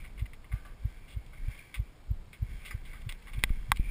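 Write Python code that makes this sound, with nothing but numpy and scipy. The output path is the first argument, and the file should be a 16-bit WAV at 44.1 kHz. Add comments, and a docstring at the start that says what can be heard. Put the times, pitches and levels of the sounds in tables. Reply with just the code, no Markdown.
"""A steel turnstile is pushed round by hand: it rubs, catches in short scrapes and gives two sharp snaps near the end.
Friction is a dense train of stick-slip ticks that excites resonances; snaps and a light knock ring decaying modes.
Each loud snap comes with one dull bump and is followed by another, as the body-worn camera rocks on its mount.
Low thumps run under it at an even, fast pace, most likely the wearer's pulse carried through the mount.
Rumble from the moving body and muffled outdoor air lie behind; the camera in its closed case samples at 12 kHz."""
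import sys
import numpy as np
from scipy import signal
from scipy.fft import rfft, irfft
from scipy.io import wavfile
from scipy.ndimage import uniform_filter1d

SR = 44100
rng = np.random.default_rng(int(sys.argv[2]) if len(sys.argv) > 2 else 0)


def inscribe(sig):
    """Save sig as 16-bit PCM at rate SR to the path in sys.argv[1].

    A 1-D sig is mono; a 2-D sig holds one channel per row.
    Samples are clipped to [-1, 1] before scaling.
    """
    pcm = np.round(np.clip(np.atleast_2d(sig).T, -1, 1) * 32767)
    wavfile.write(sys.argv[1], SR, pcm.astype(np.int16))


N = 171990  # length [samples]


def undb(db):
    """Level definition: an amplitude ratio is 10 to the power of dB / 20."""
    return 10 ** (np.asarray(db) / 20)


def unit(x):
    """Normalization: scale a signal to an rms of 1."""
    return x / np.sqrt(np.mean(x ** 2) + 1e-20)


def fall(t, t60):
    """Exponential decay: after time zero the amplitude falls by 60 dB in t60 seconds."""
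    return np.exp(-np.log(1000) * np.maximum(t, 0) / t60)


def mode(t, hz, t60):
    """Damped oscillation: a cosine that dies away exponentially."""
    return np.cos(2 * np.pi * hz * t) * fall(t, t60)


def add(out, start, x):
    """Superposition: mix a sound into out from a start time in seconds."""
    i = int(start * SR)
    out[i:i + len(x)] += x[:len(out) - i]


def colour(x, points):
    """Linear filtering: weight the spectrum by (frequency [Hz], level [dB]) points on a log-frequency axis."""
    hz, db = np.array(points).T
    f = np.maximum(np.fft.rfftfreq(len(x), 1 / SR), 1)
    gain = undb(np.interp(np.log(f), np.log(hz), db))
    return irfft(rfft(x) * gain, len(x))


def resonate(x, hz, width_hz):
    """Resonance: a second-order band-pass with gain 1 at its centre."""
    return signal.lfilter(*signal.iirpeak(hz, hz / width_hz, fs=SR), x)


def ring_resonances(x, resonances):
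    """Parallel resonance: sum bands given as (frequency [Hz], width [Hz], gain [dB])."""
    return sum(undb(db) * resonate(x, hz, width_hz) for hz, width_hz, db in resonances)


def curve(rows):
    """Amplitude modulation: gain over time through (time [s], level [dB]) points."""
    return undb(np.interp(np.arange(N) / SR, *np.array(rows).T))


def walk(rate):
    """Random modulation: smoothed random steps, rate per second, with an rms of 1."""
    step = int(SR / rate)
    steps = np.repeat(rng.standard_normal(N // step + 1), step)
    return unit(uniform_filter1d(steps, step)[:N])


# Level of the handling rumble before its flicker: (time [s], level [dB])
RUMBLE_LEVEL = [(0, -44), (.15, -45.5), (.7, -50.5), (1.1, -49.5), (1.33, -50.5), (1.45, -39), (1.6, -53.5),
                (2.05, -55), (2.18, -37.5), (2.35, -59), (2.5, -34.5), (2.7, -48.5), (2.9, -43.5),
                (3.1, -37.5), (3.2, -49.5), (3.38, -35), (3.6, -37), (3.7, -44), (3.9, -32)]
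# Spectrum of the rumble: (frequency [Hz], relative density [dB per Hz])
RUMBLE_SPECTRUM = [(12, -13.5), (27, 5.5), (45, -5), (70, -13), (120, -21.5), (200, -27.5), (400, -44),
                   (900, -75)]
RUMBLE_FLICKER_DB = 2


def rumble():
    """Filtered noise: the moving body gives a broadband rumble of uneven level."""
    noise = unit(colour(rng.standard_normal(N), RUMBLE_SPECTRUM))
    return noise * curve(RUMBLE_LEVEL) * undb(RUMBLE_FLICKER_DB * walk(rate=14))


# Spectrum of the muffled outdoor background: (frequency [Hz], relative level [dB])
AIR_SPECTRUM = [(60, -6), (120, -1), (220, -8.5), (300, -11), (640, -15.5), (1140, -19), (1760, -22.5),
                (2100, -24), (2900, -25), (5600, -29)]
AIR_DB = -58


def outdoor_air():
    """Stationary noise: random pressure with a steady spectrum that falls towards the treble."""
    return undb(AIR_DB) * unit(colour(rng.standard_normal(N), AIR_SPECTRUM))


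def swell(t, hz, width_s):
    """Gaussian wave packet: an inverted cosine under a bell centred on time zero."""
    return -np.cos(2 * np.pi * hz * t) * np.exp(-.5 * (t / width_s) ** 2)


# Pulse thumps: (time of centre [s], level [dB], pitch [Hz], level of the slow sway [dB])
PULSE_THUMPS = [(0.226, -26, 89, -30.5), (.541, -26, 99, -28), (0.8559, -24, 92, -29.5),
                (1.1725, -29.5, 89, -33), (1.486, -29.5, 97, -33.5), (1.801, -25.5, 92, -27.5),
                (2.1142, -23, 89, -28), (2.429, -24, 95, -30), (2.751, -29, 91, -35.5),
                (3.071, -31, 106, -46), (3.384, -29.5, 106, -34), (3.699, -31, 104, -50)]
THUMP_WIDTH_S = 0.006
EDGE_HZ, EDGE_WIDTH_S, EDGE_DB = 173, 0.0028, -16.5  # firm peak, level relative to the beat
SWAY_HZ, SWAY_LAG_S, SWAY_WIDTH_S = 51.2, 0.0014, 0.019


def thumps():
    """Forced motion of a mount: each soft beat is firmest at its peak, with a slower sway around it."""
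    out, t = np.zeros(N), np.arange(N) / SR
    for centre, db, hz, sway_db in PULSE_THUMPS:
        u = t - centre
        beat = swell(u, hz, THUMP_WIDTH_S) + undb(EDGE_DB) * swell(u, EDGE_HZ, EDGE_WIDTH_S)
        sway = swell(u - SWAY_LAG_S, SWAY_HZ, SWAY_WIDTH_S)
        out += undb(db) * beat + undb(sway_db) * sway
    return out


# Bumps of the camera mount: (start [s], level before rise and decay [dB], pitch [Hz])
MOUNT_BUMPS = [(3.438, -22.5, 38), (3.5035, -14.5, 29.2), (3.7195, -20, 34.3), (3.7959, -13, 32)]
BUMP_RISE_S, BUMP_T60_S, BUMP_LEAD_S = 0.0016, 0.12, 0.0028  # the lead advances the phase


def bumps():
    """Impulse response of a damped mass on a spring: a jolt sets the camera rocking on its mount."""
    out, t = np.zeros(N), np.arange(SR // 3) / SR
    rise = 1 - np.exp(-(t / BUMP_RISE_S) ** 2)
    for start, db, hz in MOUNT_BUMPS:
        rocking = -np.sin(2 * np.pi * hz * (t + BUMP_LEAD_S)) * fall(t, BUMP_T60_S)
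        add(out, start, undb(db) * rise * rocking)
    return out


# Modes of the hand-damped bars: (frequency [Hz], relative level [dB], t60 [s])
BAR_RINGING = [(1130, -16, 0.18), (1555, -11.5, 0.22), (1800, -7, 0.087), (1990, 4.5, 0.06),
               (2250, -11, .15), (4810, -11.5, 0.11), (5180, -9, 0.05)]
KNOCK_S, KNOCK_DB = 2.709, -41.5


def knock():
    """Modal vibration: a light knock makes the hand-damped bars ring briefly as the gate moves on."""
    out, t = np.zeros(N), np.arange(SR // 2) / SR
    ring = sum(undb(db) * np.sin(2 * np.pi * hz * t) * fall(t, t60) for hz, db, t60 in BAR_RINGING)
    add(out, KNOCK_S, undb(KNOCK_DB) * ring)
    return out


SLIPS_PER_S, SLIP_SCATTER_DB = 3000, 0.5  # mean rate and spread of strength


def slips(size):
    """Stick-slip friction: dense ticks at random times, of either sign and uneven strength."""
    happens = rng.random(size) < SLIPS_PER_S / SR
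    sign = rng.choice([-1, 1], size)
    return happens * sign * undb(SLIP_SCATTER_DB * rng.standard_normal(size))


SCRAPE_ATTACK_S = 0.00067


def burst(t, hold, t60):
    """Transient envelope: quick linear attack, hold, then exponential decay."""
    return np.minimum(t / SCRAPE_ATTACK_S, 1) * fall(t - hold, t60)


# Hollow drags: (start [s], rms level before the envelope [dB], hold [s], t60 [s])
HOLLOW_DRAGS = [(0.52, -55.5, 0.039, 0.62), (0.649, -53.5, 0.0098, 0.29)]
# Narrow resonances of the drags: (frequency [Hz], width [Hz], gain [dB])
HOLLOW_RESONANCES = [(760, 190, -7.5), (1170, 68, 1), (1520, 46, 3.5), (1620, 47, -2), (2080, 40, -2)]


def drags():
    """Friction-driven resonance: longer runs of slips sound hollow through a few narrow bands."""
    out, t = np.zeros(N), np.arange(SR // 2) / SR
    for start, db, hold, t60 in HOLLOW_DRAGS:
        rung = ring_resonances(slips(len(t)), HOLLOW_RESONANCES)
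        add(out, start, undb(db) * unit(rung) * burst(t, hold, t60))
    return out


# Level of the rubbing before its flicker: (time [s], level [dB])
RUB_LEVEL = [(0, -58), (.12, -65.5), (.45, -68.5), (.76, -69), (.88, -59), (1.05, -63), (1.2, -69.5),
             (1.42, -60.5), (1.51, -53.5), (1.6, -53.5), (1.7, -61.5), (1.95, -71), (2.3, -70.5),
             (2.42, -65), (2.5, -55), (2.75, -56.5), (2.82, -63), (2.89, -55), (3.15, -62.5), (3.3, -58),
             (3.48, -57), (3.56, -56.5), (3.83, -59.5), (3.88, -53.5)]
# Spectrum of the friction grain: (frequency [Hz], relative density [dB per Hz])
RUB_SPECTRUM = [(400, -30), (900, -23), (1150, -7), (1330, -22.5), (1560, -2), (1750, -9), (2050, -3),
                (2330, -3), (2520, -19.5), (2700, -7.5), (2950, -19), (3250, -6), (3800, -18), (5600, -17)]
RUB_HZ, RUB_SHIFT_HZ, RUB_WIDTH_HZ = 2342, -150, 81  # one resonance, offset of the other, width
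RUB_RING_DB, RUB_WANDER_DB, RUB_FLICKER_DB = -3, 7, 0.5  # ringing relative to the grain; spreads


def rubbing():
    """Sustained friction: faint grain rings two close resonances that come and go independently."""
    ticks = slips(N)
    ring = np.zeros(N)
    for hz in (RUB_HZ, RUB_HZ + RUB_SHIFT_HZ):
        ring += resonate(ticks, hz, RUB_WIDTH_HZ) * undb(RUB_WANDER_DB * walk(rate=12))
    rub = unit(colour(ticks, RUB_SPECTRUM)) + undb(RUB_RING_DB) * unit(ring)
    return unit(rub) * curve(RUB_LEVEL) * undb(RUB_FLICKER_DB * walk(rate=88))


# Scrapes: (start [s], rms level before the envelope [dB], hold [s], t60 [s], centre of brightness [Hz])
GATE_SCRAPES = [(0.04, -51.5, 0.02, 0.082, 2160), (0.177, -54, 0.0089, 0.044, 2300),
                (0.192, -49, 0.0056, 0.067, 2450), (0.211, -59, 0.0087, 0.055, 2460),
                (0.256, -51.5, 0.0076, .025, 2340), (.332, -50.5, 0.0066, .035, 2580),
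                (0.443, -53.5, 0.0032, 0.065, 2160), (0.516, -47.5, 0.0098, 0.057, 1700),
                (1.079, -57, 0.06, 0.07, 3050), (1.262, -56.5, 0.002, 0.023, 3140),
                (1.332, -54.5, .005, 0.095, 1660), (1.7412, -41, 0.0081, 0.13, 2600),
                (2.329, -47, .006, 0.11, 2430), (2.649, -47, 0.03, 0.11, 2970),
                (2.708, -45.5, 0.0035, 0.12, 1890), (2.851, -53, 0.0038, 0.13, 2980),
                (2.931, -49.5, .005, 0.2, 1640), (3.016, -56, .006, .03, 3000),
                (3.0900, -41, 0.0066, 0.061, 3060), (3.103, -52.5, 0.014, 0.17, 2430),
                (3.220, -56, 0.0043, .04, 2800), (3.27, -50, 0.02, 0.088, 1680),
                (3.332, -47, 0.0064, 0.082, 2480), (3.387, -51.5, 0.0056, 0.061, 2780),
                (3.429, -46, 0.0027, 0.11, 2410), (3.493, -46, .002, 0.036, 1800),
                (3.758, -49.5, 0.0034, 0.09, 3180), (3.7702, -42.5, .002, 0.017, 3400)]
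# Resonances of the gate: (frequency [Hz], width [Hz], gain [dB])
GATE_RESONANCES = [(417, 160, -3), (850, 140, 1), (1170, 135, 9.5), (1513, 88, 6), (2070, 276, 8.5),
                   (2196, 110, -7), (2725, 240, -4.5), (3310, 160, 0), (3470, 150, -22), (4750, 260, -13)]
GATE_BODY_DB = -36.5  # ticks heard directly, without resonance
SCRAPE_OCTAVES, SCRAPE_SKIRT_DB = 0.61, -18.5  # half-width of the bright band; gain far from it


def scrapes():
    """Stick-slip excitation: as the gate catches, slips ring its resonances, hold and die away."""
    out, t = np.zeros(N), np.arange(SR // 3) / SR
    f = np.maximum(np.fft.rfftfreq(len(t), 1 / SR), 1)
    for start, db, hold, t60, bright_hz in GATE_SCRAPES:
        ticks = slips(len(t))
        rung = undb(GATE_BODY_DB) * ticks + ring_resonances(ticks, GATE_RESONANCES)
        octaves_away = np.log2(f / bright_hz)
        brightness = undb(SCRAPE_SKIRT_DB) + 1 / (1 + (octaves_away / SCRAPE_OCTAVES) ** 2)
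        rung = irfft(rfft(rung) * brightness, len(t))
        add(out, start, undb(db) * unit(rung) * burst(t, hold, t60))
    return out


# Snaps: (start [s], peak level [dB], contact pitch [Hz], contact t60 [s], low cutoff [Hz])
GATE_SNAPS = [(1.5912, -40, 2370, 0.014, 1200), (3.124, -29, 3800, 0.00043, 450),
              (3.4377, -6.5, 2060, 0.002, 150), (3.7182, -6.5, 1113, 0.0052, 620)]
# Modes of the snapping part: (frequency [Hz], relative level [dB], t60 [s])
SNAP_RINGING = [(845, -5, 0.021), (960, -9, 0.018), (1110, -7, 0.023), (1586, -9, 0.029),
                (2040, 5.5, 0.013), (2360, 7.5, 0.0064), (3300, 5, 0.014), (3700, 5, 0.015),
                (5250, -8, 0.021)]
SNAP_RING_DB = 13.5  # relative to the contact
SNAP_PUSH_DB, SNAP_PUSH_T60_S = -14.5, 0.0019  # dull push, relative to contact and ring together


def snaps():
    """Impact excitation: a hard, brief contact with a dull push under it rings a few short modes."""
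    out, t = np.zeros(N), np.arange(SR // 12) / SR
    modes = sum(undb(db) * mode(t, hz, t60) for hz, db, t60 in SNAP_RINGING)
    for start, db, hz, t60, low_hz in GATE_SNAPS:
        contact = -mode(t, hz, t60)
        ring = signal.fftconvolve(contact, modes)[:len(t)]
        snap = unit(contact) + undb(SNAP_RING_DB) * unit(ring)
        push = unit(fall(t, SNAP_PUSH_T60_S))
        snap = unit(snap) - undb(SNAP_PUSH_DB) * push
        snap = signal.lfilter(*signal.butter(3, low_hz, "high", fs=SR), snap)
        add(out, start, undb(db) * snap / np.abs(snap).max())
    return out


def scene():
    """Superposition: all sources add at the one microphone."""
    background = rumble() + outdoor_air()
    camera_mount = thumps() + bumps()
    gate = knock() + drags() + rubbing() + scrapes() + snaps()
    return (background + camera_mount + gate)[None]


SAMPLER_EDGE_HZ, TOP_HZ = 5550, 15250  # low-pass edges before and after the sampler


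def record(dry):
    """Sample and hold: sampling at 12 kHz and holding each value mirrors the sound into the treble."""
    band = signal.sosfilt(signal.butter(20, SAMPLER_EDGE_HZ, fs=SR, output="sos"), dry)
    at_48k = signal.resample_poly(band, 160, 147, axis=1)
    held = np.repeat(at_48k[:, ::4], 4, axis=1)
    out = signal.resample_poly(held, 147, 160, axis=1)[:, :N]
    return signal.sosfilt(signal.ellip(8, .2, 70, TOP_HZ, fs=SR, output="sos"), out)


dry = scene()
out = record(dry)
inscribe(out)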